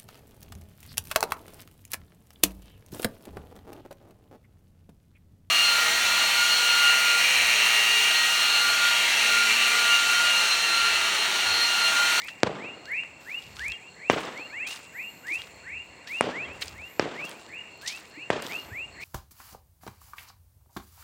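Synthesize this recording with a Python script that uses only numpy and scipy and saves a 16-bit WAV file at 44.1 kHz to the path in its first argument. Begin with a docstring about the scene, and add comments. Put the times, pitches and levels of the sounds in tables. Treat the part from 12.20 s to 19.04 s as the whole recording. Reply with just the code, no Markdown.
"""A paved square at night, with far traffic humming under everything.
Frogs whistle in rising sweeps. A cricket trills, and a far insect choir and a katydid buzz.
The person holding the phone shifts on gritty stones: grit cracks, soles scrape, cloth rustles.
Firecrackers go off down the street, each a sharp push of air that echoes between the house fronts.
A breeze touches the microphone, and there are a few soft, dull knocks."""
import sys
import numpy as np
from scipy import signal
from scipy.io import wavfile
from scipy.ndimage import uniform_filter1d

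SR = 44100
rng = np.random.default_rng(int(sys.argv[2]) if len(sys.argv) > 2 else 0)


def pcm_store(signal):
    """Save signal as 16-bit PCM."""
    levels = np.round(np.clip(np.atleast_2d(signal), -1, 1) * 32767)
    wavfile.write(sys.argv[1], SR, levels.astype(np.int16).T)


N = 301644
TIME = np.arange(N) / SR

# The tone of far traffic. Each row: pitch in Hz, relative strength there in dB.
TRAFFIC_TONE = [(30, -11), (80, 1), (160, 0.5), (500, 1), (900, -0.5), (1400, -7), (3200, -12),
                (5500, -20.5), (8000, -46), (10500, -57), (15000, -35)]
# Cricket phrases. Each row: start in seconds, level in dB.
CRICKET_PHRASES = [(.53, -63), (.87, -80), (1.28, -64), (1.668, -64.5), (2.15, -58), (2.86, -66),
                   (3.28, -63), (3.66, -67), (5.15, -69), (5.5, -62), (5.88, -65), (6.28, -63),
                   (6.7, -58.5)]
# Bouts of crackly hiss: shoes and cloth rustling, and the fizz after the second bang.
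# Each row: start in seconds, hold in seconds, level in dB.
CRACKLE_BOUTS = [(-.01, 0.1, -68), (.65, 0.16, -77.5), (1.0, 0.39, -72.5), (1.36, 0.12, -67.5),
                 (1.89, 0.12, -66), (2.465, 0.06, -56), (3.063, 0.17, -65.5), (3.87, 0.12, -66.5),
                 (4.33, 0.08, -76), (4.405, 0.016, -54.5), (4.945, 0.27, -77.5), (5.04, 0.033, -66),
                 (5.61, 0.19, -64), (6.22, 0.16, -63), (6.8, .1, -63.5)]
# The tone of that hiss. Each row: band centre in Hz, width in Hz, relative level in dB.
CRACKLE_BANDS = [(1180, 1160, 8.5), (3520, 3150, 12), (7550, 3300, 5.5), (14300, 3400, -0.5)]
# Frog whistles. Each row: middle of the glide in seconds, seconds from there to the top, level in dB.
FROG_WHISTLES = [(.005, 0.12, -42.5), (.035, 0.14, -45), (.406, 0.097, -39.5), (.45, .1, -44.5),
                 (.713, 0.11, -31.5), (.742, .11, -40.5), (0.765, 0.13, -40), (1.091, 0.091, -34.5),
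                 (1.098, 0.089, -38), (1.441, 0.12, -32), (1.467, 0.097, -39), (1.595, 0.096, -49.5),
                 (1.823, 0.095, -39), (2.164, .11, -40), (2.293, 0.1, -45.5), (2.362, .11, -34),
                 (2.431, 0.098, -36), (2.766, 0.099, -38), (2.798, 0.11, -40), (3.092, 0.11, -30.5),
                 (3.113, 0.097, -37), (3.485, 0.11, -39), (3.519, 0.11, -37.5), (3.9, 0.098, -33.5),
                 (4.163, 0.12, -33.5), (4.257, 0.12, -46.5), (4.577, 0.1, -41.5), (4.977, 0.11, -38),
                 (5.112, 0.12, -53), (5.31, 0.092, -41.5), (5.328, 0.081, -45), (5.678, 0.13, -41),
                 (5.949, 0.086, -45.5), (5.976, 0.1, -42), (6.297, 0.092, -37), (6.311, 0.086, -37),
                 (6.551, 0.11, -35.5), (6.793, 0.095, -42), (6.815, 0.096, -41)]
# Short high notes that some whistles break into. Each row: start in seconds, level in dB.
FROG_PEEPS = [(1.522, -42), (2.4473, -44), (3.184, -46), (4.247, -46), (5.067, -45)]
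# Grit cracking under shoes. Each row: start in seconds, peak in dB, band centre in Hz.
GRIT_CRACKS = [(0.0187, -28.5, 3560), (.045, -39, 11000), (0.0747, -34, 9000), (0.6562, -32, 3450),
               (.7174, -42, 12500), (0.835, -30.5, 1630), (1.0989, -32, 2550), (1.2245, -34.5, 4150),
               (1.3676, -29, 3120), (1.394, -25.5, 3700), (1.482, -28.5, 6400), (1.5201, -24, 3150),
               (1.924, -33, 12500), (2.0525, -31, 3980), (2.177, -33, 5000), (2.409, -50, 10000),
               (2.4723, -33, 4500), (3.218, -26, 3100), (3.8741, -31, 3500), (4.333, -47, 11500),
               (4.4812, -27, 4260), (5.052, -32.5, 6000), (5.094, -33.5, 8000), (5.347, -50, 8500),
               (5.5745, -48, 12000), (5.7583, -36, 3420), (5.8985, -46, 9000), (6.2226, -24, 6450),
               (6.266, -24, 3740), (6.322, -24.5, 3340)]
# Soles scraping. Each row: start in seconds, length in seconds, level in dB, band centre in Hz.
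SOLE_SCRAPES = [(0.082, 0.017, -33.5, 2140), (2.499, 0.051, -38.5, 3300), (3.134, 0.037, -46, 6900),
                (3.868, 0.046, -44.5, 3350), (4.418, 0.019, -28, 2760), (5.661, 0.014, -37.5, 3720),
                (5.674, 0.026, -28.5, 4630), (5.692, 0.046, -36, 3640)]
# Firecrackers. Each row: start in seconds, shock level in dB, suction depth from 0 to 1,
# shock length in milliseconds, paper crack level in dB, its centre in Hz, street roar level in dB,
# roar tilt in dB per octave, seconds until the near house front answers, seconds until the far one does.
FIRECRACKERS = [(.2326, -1.2, .55, 1.55, -7, 4000, -35, -1.5, .039, .062),
                (1.8989, -.3, .8, 1.15, -20, 6500, -32.5, 1.2, .034, .063),
                (4.0091, -1.5, .5, 1.05, -13, 7400, -34, 0, .032, .061),
                (4.796, -4.5, .55, 1.45, -15, 5300, -35.5, 0, .029, .06),
                (6.1025, -4.6, .6, 1.3, -19, 7000, -35, .8, .029, .056)]
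# The street's roar. Each row: band centre in Hz, relative level in dB, seconds to fade by 60 dB.
ROAR_BANDS = [(188.2, -6, 1), (418, -2.5, 1.27), (910, -4, 1.33), (2095, -4, 0.98), (5530, -19, 0.97)]
# Echoes off the near and the far house front.
# Each row: seconds after that front answers, dB above the roar level, pitch in Hz.
NEAR_ECHOES = [(-.007, 4, 600), (.0005, 15, 457)]
FAR_ECHOES = [(.0005, 15, 620), (.007, 14, 450), (.021, 13, 700)]
# Katydid songs. Each row: start in seconds, end in seconds, level in dB.
KATYDID_SONGS = [(0.985, 1.589, -62), (2.07, 2.45, -68), (2.707, 3.33, -55), (4.636, 4.852, -56),
                 (6.194, 6.65, -53)]
# Gusts of breeze. Each row: start in seconds, end in seconds, level in dB.
GUSTS = [(1.22, 1.55, -52.5), (3.15, 3.8, -59), (4.2, 4.68, -53), (6.4, 6.9, -55.5)]
# Soft, dull knocks. Each row: start in seconds, level in dB, pitch in Hz.
DULL_KNOCKS = [(3.111, -38.5, 322), (5.973, -37, 305), (6.515, -31.5, 101)]


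def from_db(db):
    """Turn decibels into a number to multiply by."""
    return 10 ** (np.asarray(db) / 20)


def unit_level(x):
    """Scale a sound to an average (rms) level of 1."""
    return x / np.sqrt(np.mean(x ** 2))


def band(x, hz, width):
    """Keep the pitches around hz, in a band width Hz wide."""
    low = np.sqrt(hz ** 2 + width ** 2 / 4) - width / 2
    return keep_between(x, low, min(low + width, .45 * SR), order=2)


def keep_between(x, low_hz, high_hz, order):
    """Keep the pitches between two edges; a higher order cuts more steeply."""
    return signal.sosfilt(signal.butter(order, [low_hz, high_hz], "band", fs=SR, output="sos"), x)


def hiss(hz, width, size=N):
    """A band of noise at level 1."""
    return unit_level(band(rng.standard_normal(size), hz, width))


def wander(rate):
    """A smooth random wobble, roughly -1 to 1, with rate new values a second."""
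    hold = int(SR / rate)
    steps = np.repeat(rng.standard_normal(N // hold + 1), hold)
    return uniform_filter1d(uniform_filter1d(steps, hold), hold)[:N]


def add(out, start, x):
    """Mix x into out from start seconds on."""
    i = int(round(start * SR))
    a, b = max(i, 0), max(min(i + len(x), N), 0)
    out[a:b] += x[a - i:b - i]


def swells(rows, fade_s):
    """A volume curve that fades in and out for each (start, end, dB) row."""
    return sum(from_db(db) * np.clip(np.minimum(TIME - start, end - TIME) / fade_s, 0, 1)
               for start, end, db in rows)


def traffic():
    """Far traffic: bands of noise half an octave apart, each wavering on its own."""
    tone_hz, tone_db = np.transpose(TRAFFIC_TONE)
    out = 0
    for hz in 30 * 2 ** np.arange(0, 9.1, .5):
        db = np.interp(np.log(hz), np.log(tone_hz), tone_db)
        db += 10 * np.log10(hz)  # wider bands hold more power
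        out = out + from_db(db + wander(4.75)) * hiss(hz, hz / 3)
    return from_db(-90) * out


def cricket(trill_hz=55, phrase_s=.2):
    """A narrow, trilling hiss that swells in phrases and goes on faintly between them."""
    trill_phase = 2 * np.pi * np.cumsum(trill_hz * (1 + .093 * wander(5))) / SR
    phrases = [(start, start + phrase_s, db) for start, db in CRICKET_PHRASES]
    volume = swells(phrases, fade_s=.034) + from_db(-71)
    return hiss(4290, 210) * (1 + .29 * np.sin(trill_phase)) * volume


def insect_choir(stroke_hz=200, loudest_s=2.55):
    """Far insects swell once. Their even wing strokes put closely spaced tones into a high hiss."""
    phase = 2 * np.pi * np.cumsum(stroke_hz * (1 + .004 * wander(1.5))) / SR
    buzz = unit_level(sum(from_db(4 * wander(6)) * np.cos(k * phase) for k in range(35, 40)))
    volume = from_db(-64.5 + 4 * np.exp(-(TIME - loudest_s) ** 2))
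    return volume * (.8 * hiss(7350, 1300) + .65 * buzz)


def bout_volume(fade_s):
    """A volume curve that jumps up, holds and fades with each bout of crackly hiss."""
    volume = 0
    for start, hold, db in CRACKLE_BOUTS:
        onset = np.clip((TIME - start) / .0069, 0, 1)
        volume = volume + from_db(db) * onset * np.exp(-np.maximum(TIME - start - hold, 0) / fade_s)
    return volume


def crackly_hiss():
    """Tiny clicks and hiss that fade and settle: shoes, cloth, and the fizz after the second bang."""
    crackle = np.zeros(N)
    for hz, width, db in CRACKLE_BANDS:
        flicker = from_db(2.5 * wander(70))
        clicks = rng.standard_normal(N) * (rng.random(N) < .012)
        clicks *= from_db(2.4 * rng.exponential(size=N))  # a few stand out
        grains = unit_level(clicks) + .6 * rng.standard_normal(N)
        crackle += from_db(db) * flicker * unit_level(band(grains, hz, width))
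    settling = from_db(-25.5) * bout_volume(fade_s=.57)
    return crackle * (bout_volume(fade_s=.051) + settling + from_db(-86))


def whistle(rise_s, stop_s, sharp_hz, middle_hz=2032, top_hz=2823):
    """One frog call: a pure tone glides up, levels off and stops short. Its middle is 0.1 s in."""
    t = np.arange(-.1 * SR, (stop_s + .03) * SR) / SR
    progress = np.clip(t / rise_s, -1, 1.2)
    glide = np.where(progress > 0, np.sin(np.pi / 2 * progress), np.pi / 2 * progress)
    hz = middle_hz + (top_hz + sharp_hz - middle_hz) * glide
    age = t + .026 + 1.07 * (rise_s - .095)  # slower glides start earlier
    swell_db = -16 * np.clip(1 - age / .08, 0, 1) ** 2.22 - 700 * np.clip(-age, 0, 1)
    ending_db = -4 * np.clip(t / stop_s, 0, 1) ** 4 - 1400 * np.clip(t - stop_s, 0, 1)
    return np.sqrt(2) * from_db(swell_db + ending_db) * np.sin(2 * np.pi * np.cumsum(hz) / SR)


def wall_echoes(x, fade_s, delay_s):
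    """Walls and fences send back a swarm of echoes that drops 60 dB in fade_s."""
    t = np.arange(SR) / SR
    swarm = rng.standard_normal(SR) * from_db(-60 * t / fade_s) * (t > delay_s)
    return signal.fftconvolve(x, swarm / np.sqrt(np.sum(swarm ** 2)))[:N]


def frogs(peep_hz=3314, peep_fall_hz_per_s=5300):
    """Near frogs whistle and peep with a slight flutter; a far crowd is heard only as echoes."""
    near, far = np.zeros(N), np.zeros(N)
    for middle, rise_s, db in FROG_WHISTLES:
        until_peeps = [start - middle for start, _ in FROG_PEEPS if start - middle > .075]
        stop_s = min([.1] + until_peeps)  # a peep can cut the whistle short
        add(near, middle - .1, from_db(db) * whistle(rise_s, stop_s, 20 * rng.standard_normal()))
    t = np.arange(.05 * SR) / SR
    peep_shape = np.clip(np.minimum(t, .036 - t) / .0047, 0, 1) * from_db(-150 * t)
    peep = peep_shape * np.sin(2 * np.pi * (peep_hz - peep_fall_hz_per_s * t / 2) * t)
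    for start, db in FROG_PEEPS:
        add(near, start, from_db(db) * peep)
    for when, faintness, slowness in rng.random((90, 3)):
        call = whistle(.11 + .02936 * slowness, stop_s=.14, sharp_hz=160 * (faintness - .6))
        add(far, when * N / SR - .1, from_db(-8 * faintness) * call)
    near *= from_db(2.4 * wander(110))
    echoes = from_db(-12) * wall_echoes(near, fade_s=.55, delay_s=.0044)
    return near + echoes + from_db(-53) * wall_echoes(far, fade_s=.76, delay_s=0)


def grit():
    """Single grains crack under a shoe, each a tiny burst of noise."""
    out, t = np.zeros(N), np.arange(300) / SR
    for start, db, hz in GRIT_CRACKS:
        crack = band(rng.standard_normal(len(t)) * np.exp(-t / .0011), hz, .8 * hz)
        add(out, start, from_db(db) * crack / abs(crack).max())
    return out


def scrapes():
    """Soles slide over the stones: short hisses made crunchy by a fast flicker."""
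    out = np.zeros(N)
    for start, length, db, hz in SOLE_SCRAPES:
        size = int(length * SR)
        shape = np.sin(np.pi * np.sqrt(np.arange(size) / size))
        add(out, start, from_db(db) * hiss(hz, .84 * hz, size) * shape)
    return out * from_db(2.3 * wander(290))


def shock(depth, length_ms):
    """A short push of air, a longer suction that snaps back, and the same again off the ground."""
    ms = np.arange(900) / SR * 1000
    corners_ms = [0, .2, .28, .45, .8 * length_ms, length_ms]
    direct = np.interp(ms, corners_ms, [0, 1, .8, -.4 * depth, -depth, 0])
    ground = .25 * np.interp(ms - .42, ms, direct, left=0)
    wave = keep_between(direct + ground, 110, 6500, order=2)
    return wave / wave.max()


def street_roar(tilt_db, near_s):
    """Kerbs answer a bang at once, the near house front adds a burst, and the street rings on."""
    t = np.arange(int(1.3 * SR)) / SR
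    kerbs = 2 * np.exp(-t / .0038)
    burst = from_db(1.5) * np.exp(-((t - near_s) / .0041) ** 2)
    roar = np.zeros(len(t))
    for hz, db, fade_s in ROAR_BANDS:
        shape = (1 + burst) * from_db(-60 * t / fade_s) + kerbs
        roar += from_db(db + tilt_db * np.log2(hz / 500)) * hiss(hz, hz, len(t)) * shape
    return keep_between(roar, 110, 8800, order=3)


def firecrackers():
    """Each bang is a shock, a crack of paper, a roar in clumps of echoes and slaps off the houses."""
    out, t = np.zeros(N), np.arange(800) / SR
    clumps = from_db(3.2 * wander(110))
    for start, db, depth, length_ms, crack_db, crack_hz, roar_db, tilt_db, near_s, far_s in FIRECRACKERS:
        add(out, start, from_db(db) * shock(depth, length_ms))
        paper = hiss(crack_hz, 2670, size=600) * np.exp(-t[:600] / .00055)
        add(out, start, from_db(crack_db) * paper)
        roar = street_roar(tilt_db, near_s)
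        roar *= clumps[int(start * SR / 2):][:len(roar)]  # each bang clumps in its own way
        add(out, start + .001103, from_db(roar_db) * roar)
        for front_s, echoes in ((near_s, NEAR_ECHOES), (far_s, FAR_ECHOES)):
            for lag, slap_db, hz in echoes:
                slap = np.sin(2 * np.pi * hz * t) * np.exp(-t * hz / 1.3)
                add(out, start + front_s + lag, from_db(roar_db + slap_db) * slap)
    return keep_between(out, 55, 8800, order=4)


def katydid(fade_db_per_s=30):
    """A very high, rough buzz that weakens through each song."""
    volume = sum(swells([(start, end, db)], fade_s=.089) * from_db(-fade_db_per_s * (TIME - start))
                 for start, end, db in KATYDID_SONGS)
    return hiss(13200, 2300) * from_db(.82 * wander(140)) * volume


def breeze():
    """Gusts brush the microphone and make a low, uneven rumble."""
    rumble = hiss(69.4, 39) + .49 * hiss(130, 107)
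    return rumble * swells(GUSTS, fade_s=.038) * from_db(2 * wander(8.3))


def knocks():
    """Each knock is a low tone that swells and dies within a few cycles."""
    out, t = np.zeros(N), np.arange(.1 * SR) / SR
    shape = t / .0096 * np.exp(1 - t / .0064)
    for start, db, hz in DULL_KNOCKS:
        add(out, start, from_db(db) * np.sin(2 * np.pi * hz * t) * shape)
    return out


def scene():
    """Add all the sounds of the square into one channel."""
    insects = cricket() + insect_choir() + katydid()
    crunches = crackly_hiss() + grit() + scrapes()
    return (traffic() + insects + crunches + frogs() + firecrackers() + breeze() + knocks())[None]


def record(dry, bass_hz=55, top_hz=15900):
    """The phone drops the deepest bass and cuts the highest treble."""
    x = signal.sosfilt(signal.butter(3, bass_hz, "high", fs=SR, output="sos"), dry)
    return signal.sosfilt(signal.ellip(10, .2, 60, top_hz, fs=SR, output="sos"), x)


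dry = scene()
out = record(dry)
pcm_store(out)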